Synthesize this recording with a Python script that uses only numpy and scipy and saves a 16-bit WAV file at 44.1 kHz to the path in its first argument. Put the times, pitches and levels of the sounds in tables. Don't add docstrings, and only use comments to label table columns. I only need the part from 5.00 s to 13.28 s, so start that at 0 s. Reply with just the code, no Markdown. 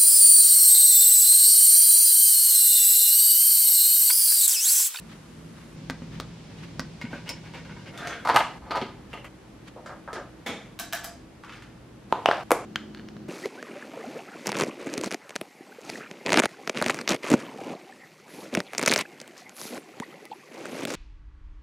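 import sys
import numpy as np
from scipy import signal
from scipy.fft import rfft, irfft
from scipy.io import wavfile
from scipy.ndimage import uniform_filter1d

SR = 44100
rng = np.random.default_rng(int(sys.argv[2]) if len(sys.argv) > 2 else 0)


def store_wav(level_fs):
    pcm = np.round(np.clip(np.atleast_2d(level_fs), -1, 1) * 32767)
    wavfile.write(sys.argv[1], SR, pcm.T.astype(np.int16))


N = 365305
TIME = np.arange(N) / SR

CUTS = [0, .76, 2.915, 3.585, 4.283, 5.75, 7.1, 7.435, 7.652, 8.4]


# frequency in Hz, t60 in s.
ROOM_T60 = [(100, 0.24), (400, 0.54), (1000, 0.5), (3000, 0.5), (7000, 0.5), (15000, 0.13)]
# frequency in Hz, side minus mid in dB.
ECHO_WIDTH = [(100, -30), (1200, -27), (2400, -14), (4400, -6), (8000, -1), (15000, -1)]
AIR_WIDTH = [(60, -21), (200, -14), (380, -5), (700, -4.5), (2400, -4.5), (4400, -2), (8000, 1),
             (15000, 11.5)]

# frequency in Hz, density in dB per Hz.
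TREADMILL_AIR = [(15, -45), (25, -24), (53, -5), (92, -11.5), (166, -7), (242, -4), (293, -12.5),
                 (335, -11.5), (384, -17), (607, -23), (714, -27), (1070, -27), (10700, -45), (12900, -54),
                 (16000, -71)]
DESK_AIR = [(15, -52), (25, -32), (49, -6), (87, -10.5), (166, -4), (200, -6.5), (363, -16), (560, -20.5),
            (659, -25), (936, -25), (1290, -30), (2410, -30), (5140, -35), (9320, -46.5), (16000, -67)]
# frequency in Hz, level in dB.
MOTOR_HUM = [(162.2, -46.5), (115.2, -54.5), (333.6, -61)]
PUSH_S, PUSH_EVERY_S = 0.12, 0.22
PUSH_DB, UNEVEN_DB = 0.5, 2
BELT_DB, BELT_AT_DESK_DB = -2.5, 0.1

# time of the peak in s, level in dB, half length in s.
SLEEVE_SWISHES = [(0.118, -51, 0.041), (0.6, -55.5, 0.064), (1.033, -58, 0.018), (1.153, -47.5, 0.03),
                  (1.61, -54, 0.096), (2.886, -54, 0.023), (4.156, -54, 0.049), (4.263, -64, 0.012),
                  (4.681, -54.5, 0.026)]
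# frequency in Hz, level in dB.
HAND = [(350, -31), (600, -25), (829, -7.5), (1240, -2.5), (2860, -5.5), (5690, -16.5), (12300, -32),
        (15000, -42)]

# start in seconds, level in dB, bass in dB, presence in dB, treble in dB,
# knock in Hz, knock in dB, snap in Hz, snap in dB.
MONITOR_TAPS = [(0.899, -31.5, 1, 8, 12.5, 1607, 8, 4700, -1), (1.02, -40, 16, 4, -18, 1160, 0, 4700, 0),
                (1.2002, -35.5, 1.3, 1, 18, 1300, 12, 3630, 13.5),
                (1.7954, -31.5, 2.6, 4.5, 15, 1515, 13, 5130, 12)]
# frequency in Hz, level in dB.
MONITOR = [(100, 7), (170, 7), (300, -4.5), (600, 0.5), (1000, -4), (1600, -8), (2600, -17), (4800, -22),
           (7000, -31), (11000, -42), (15000, -44)]
# frequency in Hz, height in dB, t60 in s.
MONITOR_MODES = [(172, 0.5, 0.06), (254, 15, 0.14), (1160, 7.5, 0.033), (1980, 8, 0.03), (2420, 7, .02)]

# start in seconds, level in dB, bass in dB, presence in dB, treble in dB,
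# favoured ring in Hz.
TUMBLER_KNOCKS = [(2.0135, -39, -12, 1, 5, 2120), (2.039, -32.5, 31, -4, -8, 163),
                  (2.051, -47, -10, 12, -14, 2180), (2.1299, -36.5, -0.5, -17, -8, 574),
                  (2.147, -48, 28, -13, -10, 1510), (2.274, -43.5, 2, 10, 14, 2940),
                  (2.2911, -34.5, 6, 15, 29, 5370), (2.299, -41.5, -4, -11, 11, 950),
                  (2.47, -53, -14, 1, 0, 1620), (2.536, -46.5, -8, 2, 3, 950),
                  (2.694, -48.5, -24, -7, -15, 1460), (2.765, -48, 4, -14, -15, 1570)]
# frequency in Hz, level in dB.
TUMBLER = [(120, 3), (250, 7), (450, -4), (900, -3), (1400, -6.5), (2300, -2.5), (3600, -10), (5200, -14),
           (8000, -27), (14000, -36)]
# frequency in Hz, height in dB, t60 in s.
TUMBLER_MODES = [(540, 6, .08), (937, 7, .07), (1480, 10, .07), (1577, 7, .06), (1868, 3, .05),
                 (2196, 7, .04), (2783, 8, .06), (4872, 2, .03)]
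# start in seconds, time to the peak in s, peak level in dB, swell in dB.
TUMBLER_GRIPS = [(2.008, 0.0075, -44, 8), (2.105, 0.034, -40, 3), (2.255, 0.019, -46.5, -2)]
RATTLE_START_S, RATTLE_END_S, RATTLES_PER_S = 2.34, 2.87, 19
RATTLE_DB, RATTLE_SPREAD_DB, RATTLE_RING_HZ = -50.5, 3.5, 2180

# frequency in Hz, density in dB per Hz.
LOUNGE_AIR = [(15, -53), (25, -23), (49, 5), (70, 0), (87, -5.5), (111, 0), (145, 0), (200, 0.5),
              (309, -3.5), (416, -8.5), (503, -9.5), (695, -13.5), (2220, -22), (11600, -40), (16000, -61)]
KITCHEN_AIR = [(15, -51), (25, -54), (43, -14.5), (180, -3), (212, -7.5), (263, -4.5), (317, -7.5),
               (545, -18), (1100, -25), (1560, -27), (2410, -32.5), (3080, -31.5), (3520, -36),
               (4370, -34.5), (16000, -56.5)]
# frequency in Hz, level in dB.
LOUNGE_HUM = [(60, -114), (120, -59), (210, -72), (268, -91), (318, -59.5)]
KITCHEN_HUM = [(60, -63), (212, -46.5), (316, -51.5), (368, -56)]
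# level in dB, deep bass gain in dB.
SCENE_AIR = [(-43.5, -7.5), (-47, 2.5), (-47.5, -3), (-48.5, -1), (-44, -12), (-46.5, -2)]

# start in seconds, time to the peak in s, peak level in dB, swell in dB,
# favoured ring in Hz.
FAR_BLIND_PULL = [(2.92, .03, -43.5, 6.6, 1870), (2.975, 0.011, -39, 6, 1360),
                  (3.01, 0.052, -34, 7.4, 1610), (3.09, .02, -40.5, 6, 1460)]
# start in seconds, level in dB, bass in dB, presence in dB, treble in dB,
# favoured ring in Hz.
FAR_SLAT_TICKS = [(2.9755, -42.5, 14, 15, 24.5, 3600), (3.071, -37, 10, 12, 18, 6300),
                  (3.108, -42, -1, 7, 3, 3420), (3.129, -41, -21, 16, -1, 2220)]
# frequency in Hz, level in dB.
FAR_SLATS = [(180, -6), (300, -8.5), (560, -4.5), (720, -8), (1000, -11.5), (1400, -6.5), (2100, -12),
             (3000, -17.5), (5400, -26.5), (12300, -43), (15000, -49)]
# frequency in Hz, height in dB, t60 in s.
FAR_SLAT_MODES = [(689, 10, .07), (1320, 5, .03), (1570, 5, .04), (1810, 6, .06), (2180, 6, .06),
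                  (3390, 5, .03)]

# start in seconds, level in dB, bass in dB, presence in dB, treble in dB,
# favoured ring in Hz.
SLAT_CLACKS = [(3.2495, -31.5, -10, -4, -1, 1190), (3.271, -29, -11, 0, -1, 1330),
               (3.285, -23.5, -23, -9, -4, 1720), (3.296, -24, -20, 2.5, -9, 880),
               (3.305, -30, -19, -2, -16, 1030), (3.343, -26.5, -2, -6, 3, 1260),
               (3.707, -35, 4, 10, -2, 4480), (3.713, -31.5, -12, 1, -4, 1280),
               (3.754, -32.5, -9, 1, -1, 830), (3.768, -29.5, 2.5, 5.5, -3, 700),
               (3.814, -31.5, 21.5, 18.5, 2, 389), (3.822, -41, 12, 13, -4, 3140)]
# frequency in Hz, level in dB.
SLATS = [(100, -10), (250, -5.5), (500, -4), (700, -3.5), (950, -8), (1300, -7.5), (2000, -14),
         (3000, -19.5), (4500, -20.5), (7000, -30.5), (12000, -36.5), (15000, -48)]
# frequency in Hz, height in dB, t60 in s.
SLAT_MODES = [(700, 1.5, .05), (880, 14, 0.075), (990, 7.6, 0.098), (1238, 11, 0.068), (1520, 3, .05),
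              (2136, 4, 0.05), (4400, 2, 0.012)]
# start in seconds, time to the peak in s, peak level in dB before the
# treble is softened, swell in dB.
BLIND_PULLS = [(3.249, 0.068, -24, 10), (3.339, 0.019, -17.5, 8.2), (3.61, 0.14, -29, 27),
               (4.124, 0.012, -39, 11)]
# start in seconds, level in dB, bass in dB, presence in dB, treble in dB.
RAIL_SLAMS = [(3.3605, -17.5, -7, 1, 1), (3.3685, -22.5, -4, 2, -3), (3.388, -31.5, -3, 1, 2),
              (3.4045, -26.5, 7, 0, -13)]
# frequency in Hz, level in dB.
RAIL = [(150, -20), (400, -34), (600, -2), (800, -1), (1300, -6.5), (2000, -11.5), (3000, -13.5),
        (4500, -21), (5600, -24.5), (9000, -30), (12500, -33), (15000, -46)]
# frequency in Hz, height in dB, t60 in s.
RAIL_MODES = [(790, 3, .04), (980, 6, .06), (1245, 9, .06), (1660, 7, .035), (2050, 4, .03),
              (2880, 7.5, .03), (4400, 3, .012), (8500, 5, .012), (11700, 6, .008)]

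# start in seconds, level in dB, bass in dB, presence in dB, treble in dB.
WAND_TICKS = [(4.1315, -40, 13, 9, 5), (4.175, -47.5, -4, 1, -13), (4.245, -44.5, -24, -3, 3)]
# frequency in Hz, level in dB.
WAND = [(150, -4), (600, 3), (1300, 1.5), (2000, -2.5), (3000, -1), (3900, -18), (7000, -21.5),
        (13000, -27.5), (15000, -36)]
# frequency in Hz, height in dB, t60 in s.
WAND_MODES = [(570, 6.5, 0.038), (2060, 5, 0.017), (2760, 5.2, 0.027)]

# start in seconds, level in dB, bass in dB, presence in dB, treble in dB.
TREE_SWITCH_CLUNKS = [(4.762, -43.5, -2, -50, -7), (4.8605, -41.5, -6, 12.5, 17),
                      (4.8935, -41.5, -12, -1, -11), (4.921, -46, -10, -9, -8),
                      (5.0765, -37.5, -27, -8, -16), (5.1305, -37.5, 8, 19, 24.5),
                      (5.156, -37, -12, 8, -17), (5.169, -37, 6, -8, -18)]
WALL_SWITCH_SNAP = [(5.461, -32.5, 0.5, 0, 3.5), (5.487, -36, 17, 0, -17)]
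# frequency in Hz, level in dB.
TREE_SWITCH = [(150, -22), (350, 2), (650, 3.5), (1300, -8), (1800, -6.5), (2600, -22.5), (5000, -26.5),
               (9000, -38.5), (15000, -53)]
WALL_SWITCH = [(100, -4), (220, 2), (500, -2), (1000, -1.5), (1600, -2.5), (2200, 1), (2800, -7),
               (3500, -3.5), (4300, -13.5), (6600, -17), (9000, -23), (15000, -27)]
# frequency in Hz, height in dB, t60 in s.
TREE_SWITCH_MODES = [(520, 3.6, 0.0074), (1275, 12.2, 0.017), (1590, 6.6, 0.031)]
WALL_SWITCH_MODES = [(205, 9, .15), (264, 7, .18), (470, 9, .05), (640, 5, .05), (797, 6, .07),
                     (1290, 3, .04), (2200, 6, .015), (3300, 4, .015), (3560, 4, .02), (5356, 4, .04),
                     (6560, 6, .05)]

# start in seconds, level in dB, bass in dB,
# presence in dB, treble in dB, favoured ring in Hz.
LAMP_CLICKS = [(5.79, -39.5, -1, 9, 0, 3850), (5.796, -35.5, 13, -2, 1, 1540),
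               (5.926, -35.5, -12, 6, -6, 1600), (5.9315, -30.5, -0.5, -5, -6.5, 1727),
               (5.949, -44, 1, -12, -1, 5240), (6.036, -49, -1, 2, -5, 1500), (6.043, -38, 6, -7, -3, 4930)]
LAMP_TOUCHES = [(6.4365, -45.5, -2, -15, -12, 1450), (6.447, -52, -5, -4, -2, 950),
                (6.4945, -46.5, -4, 0, -11, 1310), (6.6225, -50.5, 0, -5, -2, 1950)]
# frequency in Hz, level in dB.
LAMP = [(200, -9), (450, -20), (700, 0), (920, -2.5), (1200, -0.5), (1700, 0), (2100, -2.5), (3400, -4),
        (6000, -4), (9500, -7), (12500, -4), (15500, -8)]
# frequency in Hz, height in dB, t60 in s.
LAMP_MODES = [(678, 14, .09), (1170, 6, .05), (1540, 6, .04), (1710, 11, .06), (2406, 4, .03),
              (3130, 6, .025), (3900, 7, .03), (5303, 6, .05), (5809, 6, .05), (6240, 7, .05),
              (7700, 4, .01), (12300, 6, .005)]
# start in seconds, time to the peak in s, peak level in dB, swell in dB.
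LAMP_BRUSHES = [(6.48, 0.036, -46.5, 10), (6.535, .012, -50, 6)]
SPRING_HZ, SPRING_DB, SPRING_T60 = 4960, 14, .5

# start in seconds, level in dB, bass in dB, presence in dB, treble in dB,
# thud in Hz, crack in Hz, crack in dB, delay of the counter's echo in s.
NOTEPAD_KNOCKS = [(7.125, -20.5, -0.5, -4.5, -3, 916, 2850, 0, 0.00029),
                  (7.2585, -18.5, -10, 1.5, 4, 730, 2900, 9, .00035),
                  (7.287, -19, -0.5, -5, -9, 647, 3300, -6, 0.0004),
                  (7.312, -23, -3, 6, 3, 810, 1720, 14, 0.00022)]
# frequency in Hz, level in dB.
NOTEPAD = [(100, -13), (300, -7), (600, -3.5), (900, -4), (1300, -5.5), (1700, -12.5), (2100, -17.5),
           (3300, -23.5), (4500, -26), (7000, -41), (10000, -47.5), (15000, -55)]
THUD_DB, THUD_T60, CRACK_T60 = 9, .018, .005
COUNTER_ECHO, COUNTER_ECHO_HZ = .7, 2200
# start in seconds, time to the peak in s, peak level in dB, swell in dB.
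PAPER_SCRAPES = [(7.29, 0.021, -39.5, 4)]
# start in seconds, level in dB, bass in dB, presence in dB, treble in dB.
HAND_SLAPS = [(7.507, -23, -11, -0.5, -2.5), (7.517, -17.5, 3, 6, 5)]
# frequency in Hz, level in dB.
PALM = [(100, -25), (200, -13.5), (320, -1), (520, 2.5), (800, -0.5), (1250, -4.5), (1800, -16.5),
        (2250, -14), (3000, -26.5), (4500, -30), (8000, -28), (11500, -25.5), (15000, -38)]
# frequency in Hz, height in dB, t60 in s.
PALM_MODES = [(497, 5.6, 0.044), (700, 1, 0.03)]

# start in seconds, level in dB, bass in dB, presence in dB,
# treble in dB, favoured ring in Hz.
PEN_CLICKS = [(7.7582, -29.5, -15, 2.5, 5.5, 3170), (7.9475, -49.5, -4, 5, 7, 4350),
              (7.9955, -46, 17, 8, -4, 1700), (8.086, -49.5, 9, 8, 5, 5400),
              (8.1655, -45, 10.5, -6, -2, 4000)]
# frequency in Hz, level in dB.
PEN = [(250, 5), (800, -9.5), (1500, -5.5), (2300, -12), (2750, -14), (3200, -15.5), (3850, -18.5),
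       (4500, -21), (6500, -21), (9000, -38), (15000, -40)]
# frequency in Hz, height in dB, t60 in s.
PEN_MODES = [(1610, 5.9, 0.0042), (2190, 4, .007), (2980, 11, .012), (3570, 7, .012), (4250, 12, .025),
             (4800, 8, .025)]
# start in seconds, time to the peak in s, peak level in dB, swell in dB,
# favoured ring in Hz.
PEN_SLIDES = [(7.958, .014, -48.5, 10, 4330)]

CUTOFF_HZ = 15750


def gain_of(db):
    return 10 ** (np.asarray(db) / 20)


def evened(x):
    return x / np.sqrt(np.mean(x ** 2) + 1e-20)


def unit(x):
    return x / np.sqrt(np.sum(x ** 2) + 1e-20)


def read(points, hz):
    f, value = np.transpose(points)
    return np.interp(np.log(hz + 1), np.log(f + 1), value)


def during(start, end):
    return np.clip(np.minimum(TIME - start, end - TIME) / .004 + .5, 0, 1)


def add(mix, s, sound):
    cut = min(c for c in CUTS if c > s)
    part = mix[:, round(s * SR):round(cut * SR)][:, :sound.shape[1]]
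    part += sound[:, :part.shape[1]]


def drift(per_s):
    count = N // 64 + 2
    hz = np.fft.rfftfreq(count, 64 / SR)
    slow = irfft(rfft(rng.standard_normal(count)) * np.exp(-(hz / per_s) ** 2))
    return evened(np.interp(np.arange(N) / 64, np.arange(len(slow)), slow))


def causal(gain):
    return np.fft.ifft(np.exp(np.conj(signal.hilbert(np.log(gain + 1e-6))))).real[:len(gain) // 2]


def click(colour, size=2048):
    return causal(gain_of(read(colour, abs(np.fft.fftfreq(size, 1 / SR)))))


def body(colour, modes, ring_db, size=16384):
    hz = abs(np.fft.fftfreq(size, 1 / SR))
    peaks = 0
    for f, db, t60 in modes:
        detuning = 2 * np.pi * (hz - f) * t60 / np.log(1000)
        peaks = peaks + gain_of(db + ring_db) ** 2 / (1 + detuning ** 2)
    radiated = hz ** 2 / (hz ** 2 + 80 ** 2)
    return unit(causal(gain_of(read(colour, hz)) * np.sqrt(1 + peaks) * radiated))


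def varied(modes, detune, scatter_db):
    return [(hz * (1 + detune * rng.standard_normal()), db + scatter_db * rng.standard_normal(), t60)
            for hz, db, t60 in modes]


def spot(colour, modes, ring_hz, favour_db, cycles):
    favoured = (ring_hz, favour_db, cycles / ring_hz)
    return body(colour, varied(modes, .012, 1.5) + [favoured], ring_db=0)


def diffuse(count, shape, width, size=256):
    overlap = 3 * size // 4
    hz, t, z = signal.stft(rng.standard_normal((2, count)), SR, nperseg=size, noverlap=overlap)
    z = z * gain_of(shape(hz[:, None], t))
    z[1] *= gain_of(read(width, hz))[:, None]
    mid, side = signal.istft(z, SR, nperseg=size, noverlap=overlap)[1][:, :count]
    return np.array([mid + side, mid - side])


def room(room_db, reverb, build_s=0.0024, echo_treble_db=0):
    tilt = [(1500, 0), (9000, echo_treble_db)]
    tail = diffuse(SR // 2, lambda hz, t: read(tilt, hz) - 60 * t / (reverb * read(ROOM_T60, hz)), ECHO_WIDTH)
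    tail *= np.clip(np.arange(SR // 2) / SR / build_s, 0, 1)
    tail *= gain_of(room_db + echo_treble_db / 2) / np.linalg.norm(tail.mean(0))
    tail[:, 0] += 1
    return tail


def chatter(chatter_db, chatter_t60, rise_s):
    t = np.arange(8192) / SR
    contacts = rng.standard_normal(len(t)) * (rng.random(len(t)) < 2500 / SR)
    envelope = np.minimum(t / rise_s, 1) * gain_of(-60 * t / chatter_t60)
    force = gain_of(chatter_db) * unit(contacts * envelope)
    force[0] += 1
    power = uniform_filter1d(abs(np.fft.fft(force)) ** 2, size=31, mode="wrap")
    return signal.fftconvolve(force, causal(power ** -.5))[:len(t)]


def blows(table, answer, chatter_db, chatter_t60, rise_s=0.00037, **space):
    out = np.zeros((2, N))
    for s, db, bass_db, presence_db, treble_db in table:
        hardness = click([(250, bass_db), (1000, 0), (3000, presence_db), (9000, treble_db)])
        force = signal.fftconvolve(chatter(chatter_db, chatter_t60, rise_s), hardness)
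        struck = signal.fftconvolve(force, answer)[:SR // 3]
        sound = signal.fftconvolve(struck[None], room(**space), axes=1)
        attack = sound.mean(0)[:round(.03 * SR)]
        add(out, s, sound * gain_of(db) / np.sqrt(np.mean(attack ** 2)))
    return out


def knocks(table, colour, modes, favour_db, cycles, **contact):
    return sum(blows([blow], spot(colour, modes, ring_hz, favour_db, cycles), **contact)
               for *blow, ring_hz in table)


def rub(strokes, answer, release_db_per_s, slips_per_s, room_db):
    out = np.zeros((2, N))
    t = np.arange(3 * SR // 4) / SR
    for start, rise_s, db, swell_db in strokes:
        swell = swell_db * np.maximum(1 - t / rise_s, 0)
        release = release_db_per_s * np.maximum(t - rise_s, 0)
        slips = evened(rng.standard_normal(len(t)) * (rng.random(len(t)) < slips_per_s / SR))
        slips = slips * gain_of(db - swell - release)
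        heard = signal.fftconvolve(answer[None], room(room_db, reverb=0.62), axes=1)
        heard = heard / np.linalg.norm(heard.mean(0))
        add(out, start, signal.fftconvolve(slips[None], heard, axes=1))
    return out


def air(spectrum):
    return evened(diffuse(N, lambda hz, t: read(spectrum, hz), AIR_WIDTH, size=4096))


def hum(lines, waver_hz, flutter_db):
    total = 0
    for hz, db in lines:
        strength = np.sqrt(2) * gain_of(db + flutter_db * drift(20.0))
        phase = 2 * np.pi * np.cumsum(hz + waver_hz * drift(11.8)) / SR
        total = total + strength * np.sin(phase)
    return total


def walking_pad():
    above, at_desk = during(-1, CUTS[1]), during(CUTS[1], CUTS[2])
    noise = gain_of(-42.5) * air(TREADMILL_AIR) * above + gain_of(-43.5) * air(DESK_AIR) * at_desk
    rumble = signal.sosfiltfilt(signal.butter(2, 500, fs=SR, output="sos"), noise)
    load_db = PUSH_DB * np.cos(2 * np.pi * (TIME - PUSH_S) / PUSH_EVERY_S) + UNEVEN_DB * drift(2.5)
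    load = gain_of(load_db) * (gain_of(BELT_DB) * above + gain_of(BELT_AT_DESK_DB) * at_desk)
    motor = hum(MOTOR_HUM, waver_hz=4.1, flutter_db=0.0)
    hiss = noise - rumble
    return hiss + (rumble + motor) * load


def sleeve():
    stroke = sum(gain_of(db) * np.exp(-((TIME - s) / length) ** 2) for s, db, length in SLEEVE_SWISHES)
    return stroke * gain_of(3.0 * drift(42)) * air(HAND)


def monitor():
    out = np.zeros((2, N))
    for s, db, bass, presence, treble, knock_hz, knock_db, snap_hz, snap_db in MONITOR_TAPS:
        button = [(knock_hz, knock_db, .016), (snap_hz, snap_db, .002)]
        case = body(MONITOR, varied(MONITOR_MODES, .04, 3) + button, ring_db=0)
        press = (s, db, bass, presence, treble)
        end_click = (s + .008, db - 13.5, bass - 10, presence + 3, treble + 7)
        out += blows([press], case, chatter_db=3, chatter_t60=0.01, room_db=-9, reverb=0.41, echo_treble_db=-3)
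        out += blows([end_click], case, chatter_db=2, chatter_t60=0.009, room_db=-15, reverb=0.33)
    return out


def steel(extra_modes):
    return body(TUMBLER, varied(TUMBLER_MODES, .012, 5) + extra_modes, ring_db=1)


def tumbler():
    bumps = sum(blows([knock], steel([(ring_hz, 14, .035)]),
                      chatter_db=16, chatter_t60=0.04, room_db=-3.5, reverb=0.37)
                for *knock, ring_hz in TUMBLER_KNOCKS)
    rattles = np.zeros((2, N))
    for s in np.arange(RATTLE_START_S, RATTLE_END_S, 1 / RATTLES_PER_S):
        moment = s + rng.random() / RATTLES_PER_S
        level_db = RATTLE_DB + RATTLE_SPREAD_DB * rng.standard_normal()
        rattles += blows([(moment, level_db, 0, 0, 0)], steel([(RATTLE_RING_HZ, 4, .04)]),
                         chatter_db=10, chatter_t60=0.046, room_db=4, reverb=0.48)
    grips = sum(rub([grip], steel([]), release_db_per_s=300, slips_per_s=390, room_db=5.0)
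                for grip in TUMBLER_GRIPS)
    return bumps + rattles + grips


def room_tones():
    draught = air(LOUNGE_AIR)
    deep = signal.sosfiltfilt(signal.butter(2, 100, fs=SR, output="sos"), draught)
    lounge = hum(LOUNGE_HUM, waver_hz=1.0, flutter_db=0.5) * during(CUTS[2], CUTS[8])
    for (db, bass_db), start, end in zip(SCENE_AIR, CUTS[2:], CUTS[3:]):
        lounge = lounge + gain_of(db) * (draught + (gain_of(bass_db) - 1) * deep) * during(start, end)
    kitchen = gain_of(-45.5) * air(KITCHEN_AIR) + hum(KITCHEN_HUM, waver_hz=1.71, flutter_db=0.5)
    return lounge + kitchen * during(CUTS[8], CUTS[9])


def far_blind():
    scrape = sum(rub([pull], spot(FAR_SLATS, FAR_SLAT_MODES, ring_hz, favour_db=11, cycles=60),
                     release_db_per_s=140, slips_per_s=350, room_db=4)
                 for *pull, ring_hz in FAR_BLIND_PULL)
    ticks = knocks(FAR_SLAT_TICKS, FAR_SLATS, FAR_SLAT_MODES, favour_db=10.5, cycles=61, chatter_db=18,
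                   chatter_t60=0.018, rise_s=0.0012, room_db=1, reverb=0.74)
    return scrape + ticks


def blinds():
    clacks = knocks(SLAT_CLACKS, SLATS, SLAT_MODES, favour_db=11, cycles=32, chatter_db=22,
                    chatter_t60=.036, rise_s=.005, room_db=-4, reverb=.8)
    slams = blows(RAIL_SLAMS, body(RAIL, RAIL_MODES, ring_db=1), chatter_db=17,
                  chatter_t60=.028, rise_s=.002, room_db=-8, reverb=.82, build_s=.0096)
    pulls = rub(BLIND_PULLS, body(SLATS, SLAT_MODES, ring_db=5),
                release_db_per_s=305, slips_per_s=1600, room_db=-12.0)
    soft = signal.sosfilt(signal.butter(1, 2800, fs=SR, output="sos"), pulls)
    return clacks + slams + soft


def wand():
    return blows(WAND_TICKS, body(WAND, WAND_MODES, ring_db=2.5),
                 chatter_db=7, chatter_t60=0.062, room_db=-3.5, reverb=0.64)


def switches():
    tree = blows(TREE_SWITCH_CLUNKS, body(TREE_SWITCH, TREE_SWITCH_MODES, ring_db=1.0),
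                 chatter_db=11.0, chatter_t60=0.034, room_db=3.0, reverb=0.64)
    wall = blows(WALL_SWITCH_SNAP, body(WALL_SWITCH, WALL_SWITCH_MODES, ring_db=0),
                 chatter_db=3.5, chatter_t60=0.016, room_db=25, reverb=1.0)
    return tree + wall


def lamp():
    socket = LAMP_MODES + [(SPRING_HZ, SPRING_DB, SPRING_T60)]
    clicks = knocks(LAMP_CLICKS, LAMP, socket, favour_db=11, cycles=60, chatter_db=16,
                    chatter_t60=.018, rise_s=.001, room_db=0, reverb=.8)
    touches = knocks(LAMP_TOUCHES, HAND, [], favour_db=2, cycles=13, chatter_db=10,
                     chatter_t60=0.017, rise_s=.001, room_db=1, reverb=0.86)
    brushes = rub(LAMP_BRUSHES, unit(click(HAND)), release_db_per_s=200, slips_per_s=550, room_db=0)
    return clicks + touches + brushes


def off_stone(answer, delay_s):
    hz = np.fft.rfftfreq(len(answer), 1 / SR)
    mirrored = COUNTER_ECHO * hz ** 2 / (hz ** 2 + COUNTER_ECHO_HZ ** 2)
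    late = np.exp(-2j * np.pi * hz * delay_s)
    return irfft(rfft(np.roll(answer, 16)) * (1 + mirrored * late))


def counter():
    pad = np.zeros((2, N))
    for *knock, thud_hz, crack_hz, crack_db, echo_s in NOTEPAD_KNOCKS:
        landing = [(thud_hz, THUD_DB, THUD_T60), (crack_hz, crack_db, CRACK_T60)]
        paper = body(NOTEPAD, landing, ring_db=0)
        pad += blows([knock], off_stone(paper, echo_s),
                     chatter_db=4.0, chatter_t60=0.0061, room_db=-8.5, reverb=0.94, build_s=0.0089)
    skid = rub(PAPER_SCRAPES, unit(click(HAND)), release_db_per_s=136, slips_per_s=580, room_db=-8)
    slaps = blows(HAND_SLAPS, body(PALM, PALM_MODES, ring_db=-4.0),
                  chatter_db=3.5, chatter_t60=0.014, room_db=-9.0, reverb=0.85, build_s=0.0012)
    return pad + skid + slaps


def pen():
    clicks = knocks(PEN_CLICKS, PEN, PEN_MODES, favour_db=16.5, cycles=33, chatter_db=9.0,
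                    chatter_t60=0.0084, room_db=-14.5, reverb=0.81)
    slides = sum(rub([slide], spot(PEN, PEN_MODES, ring_hz, favour_db=19, cycles=53),
                     release_db_per_s=200, slips_per_s=800, room_db=-17)
                 for *slide, ring_hz in PEN_SLIDES)
    return clicks + slides


def scene():
    return (walking_pad() + sleeve() + monitor() + tumbler() + room_tones() + far_blind() + blinds() + wand()
            + switches() + lamp() + counter() + pen())


def record(dry):
    lowpass = signal.firwin(255, CUTOFF_HZ, window=("kaiser", 9), fs=SR)
    return signal.oaconvolve(dry, lowpass[None], "same", axes=1)


dry = scene()
out = record(dry)
store_wav(out)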